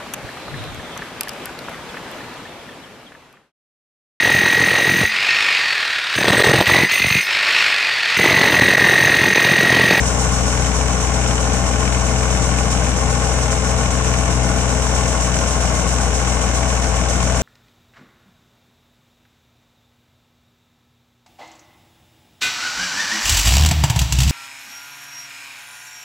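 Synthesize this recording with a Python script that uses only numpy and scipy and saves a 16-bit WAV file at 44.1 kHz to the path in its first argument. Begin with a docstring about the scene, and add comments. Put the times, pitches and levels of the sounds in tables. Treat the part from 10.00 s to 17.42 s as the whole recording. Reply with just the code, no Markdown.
"""Tractor driving a thresher

A three-cylinder diesel tractor turns a thresher through a shaft, some ten metres off in an open field.
The thresher's four-bladed rotor drones and churns the air, the engine putters and knocks,
and straw and grain hiss and tick on the shaking sieve. A phone with two small microphone ports hears it."""
import sys
import numpy as np
from scipy import signal
from scipy.fft import rfft, irfft, next_fast_len
from scipy.io import wavfile

SR = 44100
rng = np.random.default_rng(int(sys.argv[2]) if len(sys.argv) > 2 else 0)


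def log_audio(samples):
    """Write samples as a 16-bit WAV file to the path given in sys.argv[1]."""
    # one column per channel
    frames = np.atleast_2d(samples).T
    # limit to full scale, then quantise
    limited = np.clip(frames, -1, 1)
    pcm = np.round(limited * 32767).astype(np.int16)
    wavfile.write(sys.argv[1], SR, pcm)


N = 327222


def undb(db):
    """Turn decibels into a number to multiply by."""
    return 10 ** (np.asarray(db) / 20)


def unit(x):
    """Scale a signal to an average (rms) size of 1."""
    return x / np.sqrt(np.mean(x ** 2))


def over_time(table):
    """Join the points of a (time, value) table, giving one value per sample."""
    times, values = np.transpose(table)
    return np.interp(np.arange(N) / SR, times, values)


def over_hz(table, size):
    """Join the points of a (frequency, value) table, giving one value per FFT bin."""
    hz, values = np.transpose(table)
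    bin_hz = np.arange(size // 2 + 1) * SR / size
    return np.interp(np.log(bin_hz + 1), np.log(hz), values)


def colour(x, spectrum, size=8192):
    """Make each frequency louder or softer, following a (frequency, level) table."""
    cepstrum = irfft(over_hz(spectrum, size)) * np.log(10) / 20
    # folding onto the first half makes the filter ring after a hit, never before it
    cepstrum[1:size // 2] *= 2
    cepstrum[size // 2 + 1:] = 0
    ringing = irfft(np.exp(rfft(cepstrum)))
    return signal.oaconvolve(x, ringing)[:N]


def noise():
    """White noise: an even hiss with a power of 1 per Hz."""
    return rng.standard_normal(N) * np.sqrt(SR / 2)


def looped_noise(phase, share):
    """Noise of which a share repeats on every turn of a shaft: the same parts strike in the same order."""
    place = ((phase % 1) * N / phase[-1]).astype(int)
    return np.sqrt(share) * noise()[place] + np.sqrt(1 - share) * noise()


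def wander(rate):
    """A random drift, roughly between -1 and 1, that heads for a new value `rate` times a second."""
    return np.interp(np.arange(N) / SR * rate, np.arange(N), rng.standard_normal(N))


def cycle_gain(phase, scatter_db):
    """A random strength, picked anew for each cycle."""
    return undb(scatter_db * rng.standard_normal(N)[np.floor(phase).astype(int) + 1])


def stroke(phase, rise, fall):
    """A quick swell and a fade once per cycle; rise and fall are fractions of the cycle."""
    age = phase % 1
    return (1 - np.exp(-age / rise)) * np.exp(-age / fall)


def tones(phase, table, waver_db, loose_above):
    """Tones at multiples of a shaft's speed; higher ones waver more and start further out of step."""
    out = 0
    for multiple, db in table:
        offset = rng.standard_normal() * (multiple / loose_above) ** 2
        gain = undb(db + waver_db * np.sqrt(multiple) * wander(10))
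        out = out + gain * np.sqrt(2) * np.cos(2 * np.pi * (multiple * phase + offset))
    return out


# how alike a noise is at the two ports: (frequency [Hz], likeness [0-1])
PORT_LIKENESS = [(100, 0.65), (400, 0.88), (800, 0.79), (1200, 0.88), (1800, 0.62), (3000, 0.52),
                 (3800, 0.7), (4600, .8), (6000, 0.3), (9000, .3)]


def stereo(left, other, lag_ms):
    """Blend two unrelated sounds into a partly alike pair; the right side is later by lag_ms."""
    size = next_fast_len(N, True)
    alike = over_hz(PORT_LIKENESS, size)
    delay = np.exp(-2j * np.pi * np.arange(size // 2 + 1) * SR / size * lag_ms / 1000)
    right = alike * delay * rfft(left, size) + np.sqrt(1 - alike ** 2) * rfft(other, size)
    return np.array([left, irfft(right, size)[:N]])


def shaped_noise(envelope, spectrum, lag_ms, source=noise):
    """Stereo noise that swells with the envelope and takes its tone and level from the spectrum."""
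    swell = unit(envelope)
    return stereo(colour(swell * source(), spectrum), colour(swell * source(), spectrum), lag_ms)


def with_echo(x, gain_db, delay_s):
    """A wall across the field sends the sound back once."""
    return x + undb(gain_db) * np.roll(x, int(delay_s * SR), axis=1)


# hard grains hitting the metal: (time [s], relative level [dB])
GRAIN_HITS = [(0.597, -18), (1.3548, -18), (2.4249, -12), (2.6319, -16), (3.2211, -17), (3.521, -15),
              (4.137, -16), (4.2078, -17), (5.3887, -17), (5.6974, -15), (5.9848, -16), (6.2003, -15),
              (6.8433, -18)]
# the bright tone of a hit: (frequency [Hz], boost [dB])
TICK_SPECTRUM = [(1000, -12), (3000, -7), (6000, 10), (9000, 0), (12000, -22), (15000, -22)]


def grain_ticks(decay_ms, gain_db):
    """Single hard grains crack against the thresher's housing."""
    hits = np.zeros(N)
    t = np.arange(SR // 50) / SR
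    for time, db in GRAIN_HITS:
        crack = rng.standard_normal(len(t)) * np.exp(-1000 * t / decay_ms)
        start = int(time * SR)
        hits[start:start + len(t)] += undb(db + gain_db) * crack / np.abs(crack).max()
    ticks = colour(hits, TICK_SPECTRUM)
    return stereo(ticks, ticks, lag_ms=0.21)


# wads of straw passing through: (time of full flow [s], length [s], extra hiss [dB])
STRAW_WADS = [(0.05, 0.2, 3.0), (2.35, 1.0, .8), (4.95, .8, 1.8)]


def wad_rise_db(rise_s, drain_s):
    """The hiss grows as each wad is drawn in, holds while it is threshed and fades as it drains away."""
    t = np.arange(N) / SR
    out = 0
    for time, length, db in STRAW_WADS:
        drawn_in = np.clip(1 + (t - time) / rise_s, 0, 1)
        draining = np.exp(-np.maximum(t - time - length, 0) / drain_s)
        out = out + db * drawn_in * draining
    return out


# tufts of straw flung out: (time [s], level compared with the steady flow [dB])
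STRAW_TUFTS = [(0.078, -3), (0.215, -6), (0.665, -6), (2.424, 1), (2.718, -2), (3.326, 0), (3.425, -4),
               (3.518, -2), (3.69, -5), (4.08, -4), (4.137, -3), (4.605, -5), (5.228, -6), (5.513, -5),
               (5.93, -5), (6.548, -2), (7.1, -5)]


def tuft_spurts(rise_s, fade_s):
    """Each flung tuft adds a spurt of flow that swells quickly and dies away."""
    t = np.arange(N) / SR
    out = 0
    for time, db in STRAW_TUFTS:
        swell = np.clip(1 + (t - time) / rise_s, 0, 1)
        out = out + undb(db) * swell * np.exp(-np.maximum(t - time, 0) / fade_s)
    return out


def patter(scatter_db):
    """A dense patter of tiny impacts of unequal size."""
    sizes = undb(scatter_db * np.minimum(rng.exponential(size=N), 6))
    return unit(sizes) * noise()


# how far the sieve runs ahead of the drive or behind it: (time [s], lead [strokes])
SIEVE_LEAD = [(.3, .09), (.7, -.12), (1.8, -.05), (2.3, .06), (3.1, .05), (3.6, -.1), (4.6, -.09),
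              (5.2, .03), (6.2, 0), (7.42, -.12)]
# the hiss of sliding straw: (frequency [Hz], level [dB])
HISS_SPECTRUM = [(1000, -83.5), (2600, -77.5), (4000, -72), (4700, -74.5), (5400, -68.5), (7800, -73.5),
                 (9300, -71), (9800, -62), (12000, -82), (15200, -101)]
# the snapping of dry stalks: (frequency [Hz], level [dB])
SNAP_SPECTRUM = [(3000, -85.5), (6000, -86), (9000, -95), (11500, -75.5), (14200, -75), (15200, -99)]


def sieve(turn, strokes_per_turn):
    """Each stroke of the sieve throws the straw and grain, with a weaker slide on the way back."""
    shake = turn * strokes_per_turn + over_time(SIEVE_LEAD)
    throw = cycle_gain(shake - .5, scatter_db=.6) * stroke(shake - .5, rise=0.024, fall=0.5)
    slide = stroke(shake - .88, rise=0.024, fall=0.39)
    spurts = tuft_spurts(rise_s=.012, fade_s=.02)
    wad_db = wad_rise_db(rise_s=0.5, drain_s=0.98)
    flutter_db = .45 * wander(28)
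    flow = (1 + 1.5 * throw + 0.32 * slide + spurts) * undb(wad_db + flutter_db)
    hiss = shaped_noise(flow, HISS_SPECTRUM, lag_ms=0.08, source=lambda: patter(1.5))
    snapping = flow * undb(.4 * wad_db)  # a wad lifts the snapping more than the hiss
    snaps = shaped_noise(snapping, SNAP_SPECTRUM, lag_ms=0.04, source=lambda: patter(-1.0))
    return hiss + snaps


# firings that stand out: (time [s], relative level [dB])
HARD_FIRINGS = [(0.243, -2.5), (0.575, -1), (0.645, -3), (0.668, -3), (0.716, -2.5), (0.811, -3),
                (0.883, -3), (1.242, -2), (1.261, -1), (1.309, -1.5), (1.379, -1), (1.521, -3), (1.736, -2),
                (1.877, 1), (1.947, 0), (2.586, .5), (2.727, 1), (2.773, -1.5), (2.867, -2), (3.433, -2),
                (3.504, -2), (3.857, 0), (4.139, 3), (4.185, -2), (5.341, 1), (6.272, -1.5), (6.702, -1.5),
                (7.204, 0)]
# the tone of their knock: (frequency [Hz], level [dB])
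HARD_KNOCK_SPECTRUM = [(700, -62), (1500, -54), (1900, -56), (2200, -49), (2700, -52), (3100, -53),
                       (3500, -59), (4500, -66), (6000, -68), (9000, -82)]


def hard_knocks(decay_ms, gain_db):
    """Now and then the engine fires hard and its block gives a short, dry knock."""
    t = np.arange(N) / SR
    strikes = 0
    for time, db in HARD_FIRINGS:
        age_ms = np.maximum(t - time, 0) * 1000
        strikes = strikes + undb(db + gain_db) * (t >= time) * np.exp(-age_ms / decay_ms)
    pair = [colour(strikes * noise(), HARD_KNOCK_SPECTRUM) for _ in range(2)]
    return stereo(*pair, lag_ms=0.15)


# how hard the engine cover rattles: (time [s], relative level [dB])
RATTLE_LEVEL = [(0, 0), (1.4, -.7), (3.2, -.2), (4.8, 1.2), (5.3, .3), (5.7, 0), (6.5, -2), (7.42, -1)]
# the cover's tinny tone: (frequency [Hz], level [dB])
COVER_SPECTRUM = [(600, -75.5), (950, -71), (1040, -58), (1095, -54), (1150, -56.5), (1230, -75),
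                  (1450, -60.5), (1650, -67.5), (2200, -78), (5000, -103)]


def cover_clatter(cycle, uneven_cycle):
    """The loose cover chatters for about half of each engine cycle, harder in some than in others."""
    start, rise, hold, fall = .37, .03, .38, .09  # fractions of a cycle
    age = (cycle - start) % 1
    chatter = (1 - np.exp(-age / rise)) * np.exp(-np.maximum(age - hold, 0) / fall)
    rattle = cycle_gain(cycle - start, scatter_db=1.5) * chatter + .21  # a light buzz never stops
    gain = undb(over_time(RATTLE_LEVEL) + 1.2 * wander(25))
    return shaped_noise(gain * rattle, COVER_SPECTRUM, lag_ms=0.17,
                        source=lambda: looped_noise(uneven_cycle, share=0.31))


# three firings and the valves between them: (place in the cycle [0-1], relative level [dB])
ENGINE_BLOWS = [(0.1, 16), (0.308, 8.5), (0.43, 13.5), (.64, 3), (0.772, 14.5)]
# the notes the engine block rings at: (frequency [Hz], width [Hz], relative level [dB])
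BLOCK_NOTES = [(570, 150, 0), (790, 150, -3), (1480, 170, -6)]


def block_thud(cycle, level_db=-33.5, scatter_db=2.2, detune=.02):
    """Each blow thuds in the engine block, and each of the five rings it a little differently."""
    out = 0
    for place, db in ENGINE_BLOWS:
        count = np.floor(cycle - place + .012)  # the thud starts just ahead of the knock
        strikes = np.diff(count, prepend=count[0]) * undb(db + scatter_db * rng.standard_normal(N))
        for hz, width, note_db in BLOCK_NOTES:
            own_hz = hz * (1 + detune * rng.standard_normal())
            ring = signal.iirpeak(own_hz, own_hz / width, SR)
            out = out + undb(note_db) * signal.lfilter(*ring, signal.lfilter(*ring, strikes))
    return undb(level_db) * unit(out)


def blow_pulses(cycle):
    """Each firing or valve blow makes the knocking jump up and fade, never twice quite the same."""
    out = 0
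    for place, db in ENGINE_BLOWS:
        strength = undb(db) * cycle_gain(cycle - place, scatter_db=1.2)
        out = out + strength * stroke(cycle - place, rise=0.0013, fall=0.16)
    return out


# the tones of the exhaust: (waves per engine cycle [count], level [dB])
EXHAUST_NOTES = [(3, -61), (6, -28.5), (9, -39.5), (11, -39), (12, -36), (13, -39.5), (15, -55),
                 (16, -47.5), (18, -47), (19, -46), (20, -45.5), (22, -45), (24, -47.5), (32, -42),
                 (44, -41.5), (47, -42), (49, -52), (57, -42)]


def exhaust(cycle):
    """The exhaust putters in low tones that follow the engine's speed."""
    phase = cycle - .347 + 0.0023 * wander(10)
    return tones(phase, EXHAUST_NOTES, waver_db=0, loose_above=26.03)


# the engine's regular knocking: (frequency [Hz], level [dB])
KNOCK_SPECTRUM = [(200, -64.5), (650, -60), (1200, -67), (1500, -60), (1680, -65), (1780, -61), (1930, -66),
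                  (2170, -61), (2400, -62), (2650, -64.5), (2950, -62.5), (3150, -65.5), (3270, -76),
                  (3450, -66.5), (3850, -71.5), (4100, -73), (4500, -74.5), (7500, -76.5), (11000, -100)]


def engine(cycle):
    """The diesel putters from its exhaust, thuds and knocks at each blow and rattles its cover."""
    putter = exhaust(cycle)
    knocking = blow_pulses(cycle) + 0.89  # some noise stays between the blows
    uneven_cycle = cycle + 0.00099 * wander(14)  # the crank never turns quite evenly
    knock = shaped_noise(knocking, KNOCK_SPECTRUM, lag_ms=0.13,
                         source=lambda: looped_noise(uneven_cycle, share=0.26))
    clatter = cover_clatter(cycle, uneven_cycle)
    thud = stereo(block_thud(uneven_cycle), block_thud(uneven_cycle), lag_ms=0.099)
    return putter + thud + with_echo(knock, gain_db=-11.5, delay_s=.0845) + clatter


# the thresher's panels and, last, an engine whine: (frequency [Hz], width [Hz], level [dB])
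RINGING_NOTES = [(436.3, 15, -54), (501, 8.4, -54.5), (655, 18, -56.5), (690, 20, -52.5), (758, 17.4, -52),
                 (801, 16, -54), (838, 9.4, -58), (1047, 3.9, -50), (2110, 14, -57)]


def ringing_notes(turn):
    """A few clear notes ring: the thresher's shaken metal panels and a thin, high engine whine."""
    shaking = looped_noise(turn, share=0.2)
    return sum(undb(db) * signal.lfilter(*signal.iirpeak(hz, hz / width, SR), shaking)
               for hz, width, db in RINGING_NOTES)


# how loud the drum whines: (time [s], level [dB])
DRUM_LEVEL = [(0, -32), (1.5, -30.5), (1.8, -32.5), (2.1, -31.3), (2.7, -32), (3.2, -30.3), (3.9, -31),
              (4.35, -34.5), (4.65, -31), (5.3, -32.3), (5.8, -34), (6.4, -33.8), (7.42, -38)]
# how loud the blower whines: (time [s], level [dB])
BLOWER_LEVEL = [(0.2, -44), (1.2, -41), (1.9, -36), (2.3, -43), (2.7, -37), (3.0, -42), (3.4, -36),
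                (3.9, -41), (4.5, -34), (5.0, -42), (5.45, -32), (6.1, -44), (6.6, -35), (7.05, -31.5),
                (7.42, -34)]


def whines(turn, drum_per_turn=28, blower_per_turn=42.82):
    """The drum and the belt-driven blower each sing one note that swells, fades and wavers."""
    drum_gain = undb(over_time(DRUM_LEVEL) + 0.5 * wander(8))
    drum = drum_gain * np.cos(2 * np.pi * (drum_per_turn * turn + 0.015 * wander(16)))
    blower_gain = undb(over_time(BLOWER_LEVEL) + 0.7 * wander(12))
    blower = blower_gain * np.cos(2 * np.pi * (blower_per_turn * turn + 0.19 * wander(9)))
    return np.sqrt(2) * (drum + blower)


# the rotor's drone, then its overtones: (waves per turn [count], relative level [dB])
ROTOR_NOTES = [(4, -18), (7, -41.5), (8, -24.5), (10, -38.5), (12, -33.5), (16, -33.5), (20, -45),
               (52, -39)]
# how loud the churned air is: (time [s], relative level [dB])
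AIR_LEVEL = [(0, -1.5), (.5, 0.3), (.75, -1.5), (1.3, 1.3), (3.2, -1), (4.4, 1.5), (5.6, 0.5), (6.2, 0),
             (7.42, -1.2)]
# the low rumble of that air: (frequency [Hz], level [dB])
CHURN_SPECTRUM = [(20, -93), (45, -59.5), (100, -50), (140, -53), (175, -45.5), (200, -46), (235, -52),
                  (280, -52.5), (380, -61), (700, -95)]
# air rushing through the housing: (frequency [Hz], level [dB])
RUSH_SPECTRUM = [(60, -60), (300, -58), (385, -71), (470, -51), (600, -53), (640, -54), (700, -58),
                 (745, -54), (830, -56), (920, -58.5), (1080, -55), (1230, -64), (2400, -69.5),
                 (8000, -101)]


def rotor(turn, overspeed_percent, blades=4):
    """The blades drone, each throws a puff of churned air, and the blast whirrs through the housing."""
    outlet_at, grate_at = .1, .245  # where in the turn a blade passes these parts
    churn_gain = undb(over_time(AIR_LEVEL) + 0.8 * wander(2.49))
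    # the drum never turns quite evenly, so its tones waver slightly
    uneven_turn = turn + 0.00064 * wander(13)
    drone = tones(uneven_turn - outlet_at, ROTOR_NOTES[:1], waver_db=0.24, loose_above=60)
    overtones = tones(uneven_turn - grate_at, ROTOR_NOTES[1:], waver_db=0.28, loose_above=65)
    overtone_gain = undb(-1 + 2.5 * overspeed_percent)  # louder when the rotor runs faster
    puffs = 1 + 0.58 * np.cos(2 * np.pi * blades * turn)
    churn = shaped_noise(puffs * churn_gain, CHURN_SPECTRUM, lag_ms=0.052)
    rush = shaped_noise(undb(.5 * wander(26)), RUSH_SPECTRUM, lag_ms=-0.081,
                        source=lambda: looped_noise(uneven_turn, share=0.2))
    return drone + overtone_gain * overtones + churn + rush + ringing_notes(uneven_turn)


# engine speed, sagging under load and recovering: (time [s], firing rate [Hz])
ENGINE_SPEED = [(0, 42.5), (0.6, 42.22), (1.3, 42.21), (3.7, 42.51), (4.35, 42.68), (5.4, 42.01),
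                (6.25, 41.77), (7.42, 42.07)]


def scene():
    """One drive turns the engine, the rotor and the sieve, so they speed up and slow down together."""
    firing_hz = over_time(ENGINE_SPEED)
    firings = np.cumsum(firing_hz) / SR
    cycle = firings / 3  # engine cycles so far: each cylinder fires once per cycle
    turn = firings * .36568  # rotor turns so far
    overspeed_percent = 100 * (firing_hz / firing_hz.mean() - 1)
    thresher = rotor(turn, overspeed_percent) + whines(turn) + sieve(turn, strokes_per_turn=.4896)
    tractor = engine(cycle) + hard_knocks(decay_ms=5.9, gain_db=-2.0)
    return tractor + thresher + grain_ticks(decay_ms=0.92, gain_db=-2.5)


# the tone of the left microphone port: (frequency [Hz], boost [dB])
LEFT_TONE = [(60, 1), (4500, -0.5), (5200, 3), (6100, 5.5), (7100, 10.5), (7800, 12), (8500, 9), (9300, 3),
             (9800, -14)]
# the tone of the right microphone port: (frequency [Hz], boost [dB])
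RIGHT_TONE = [(60, -7), (400, -8), (750, -6.5), (1450, -1), (2450, -7), (2950, -3), (3800, -3),
              (4800, -1.5), (6050, 12), (7000, 6.5), (7700, 7), (8600, -4.5), (9200, -0.5), (9800, -13.5)]


def record(dry):
    """Each port rings in the treble in its own way, and the phone cuts off the very highest sounds."""
    heard = np.array([colour(dry[0], LEFT_TONE), colour(dry[1], RIGHT_TONE)])
    top_hz = 14900
    return signal.sosfilt(signal.ellip(10, .2, 80, top_hz, fs=SR, output="sos"), heard)


dry = scene()
out = record(dry)
log_audio(out)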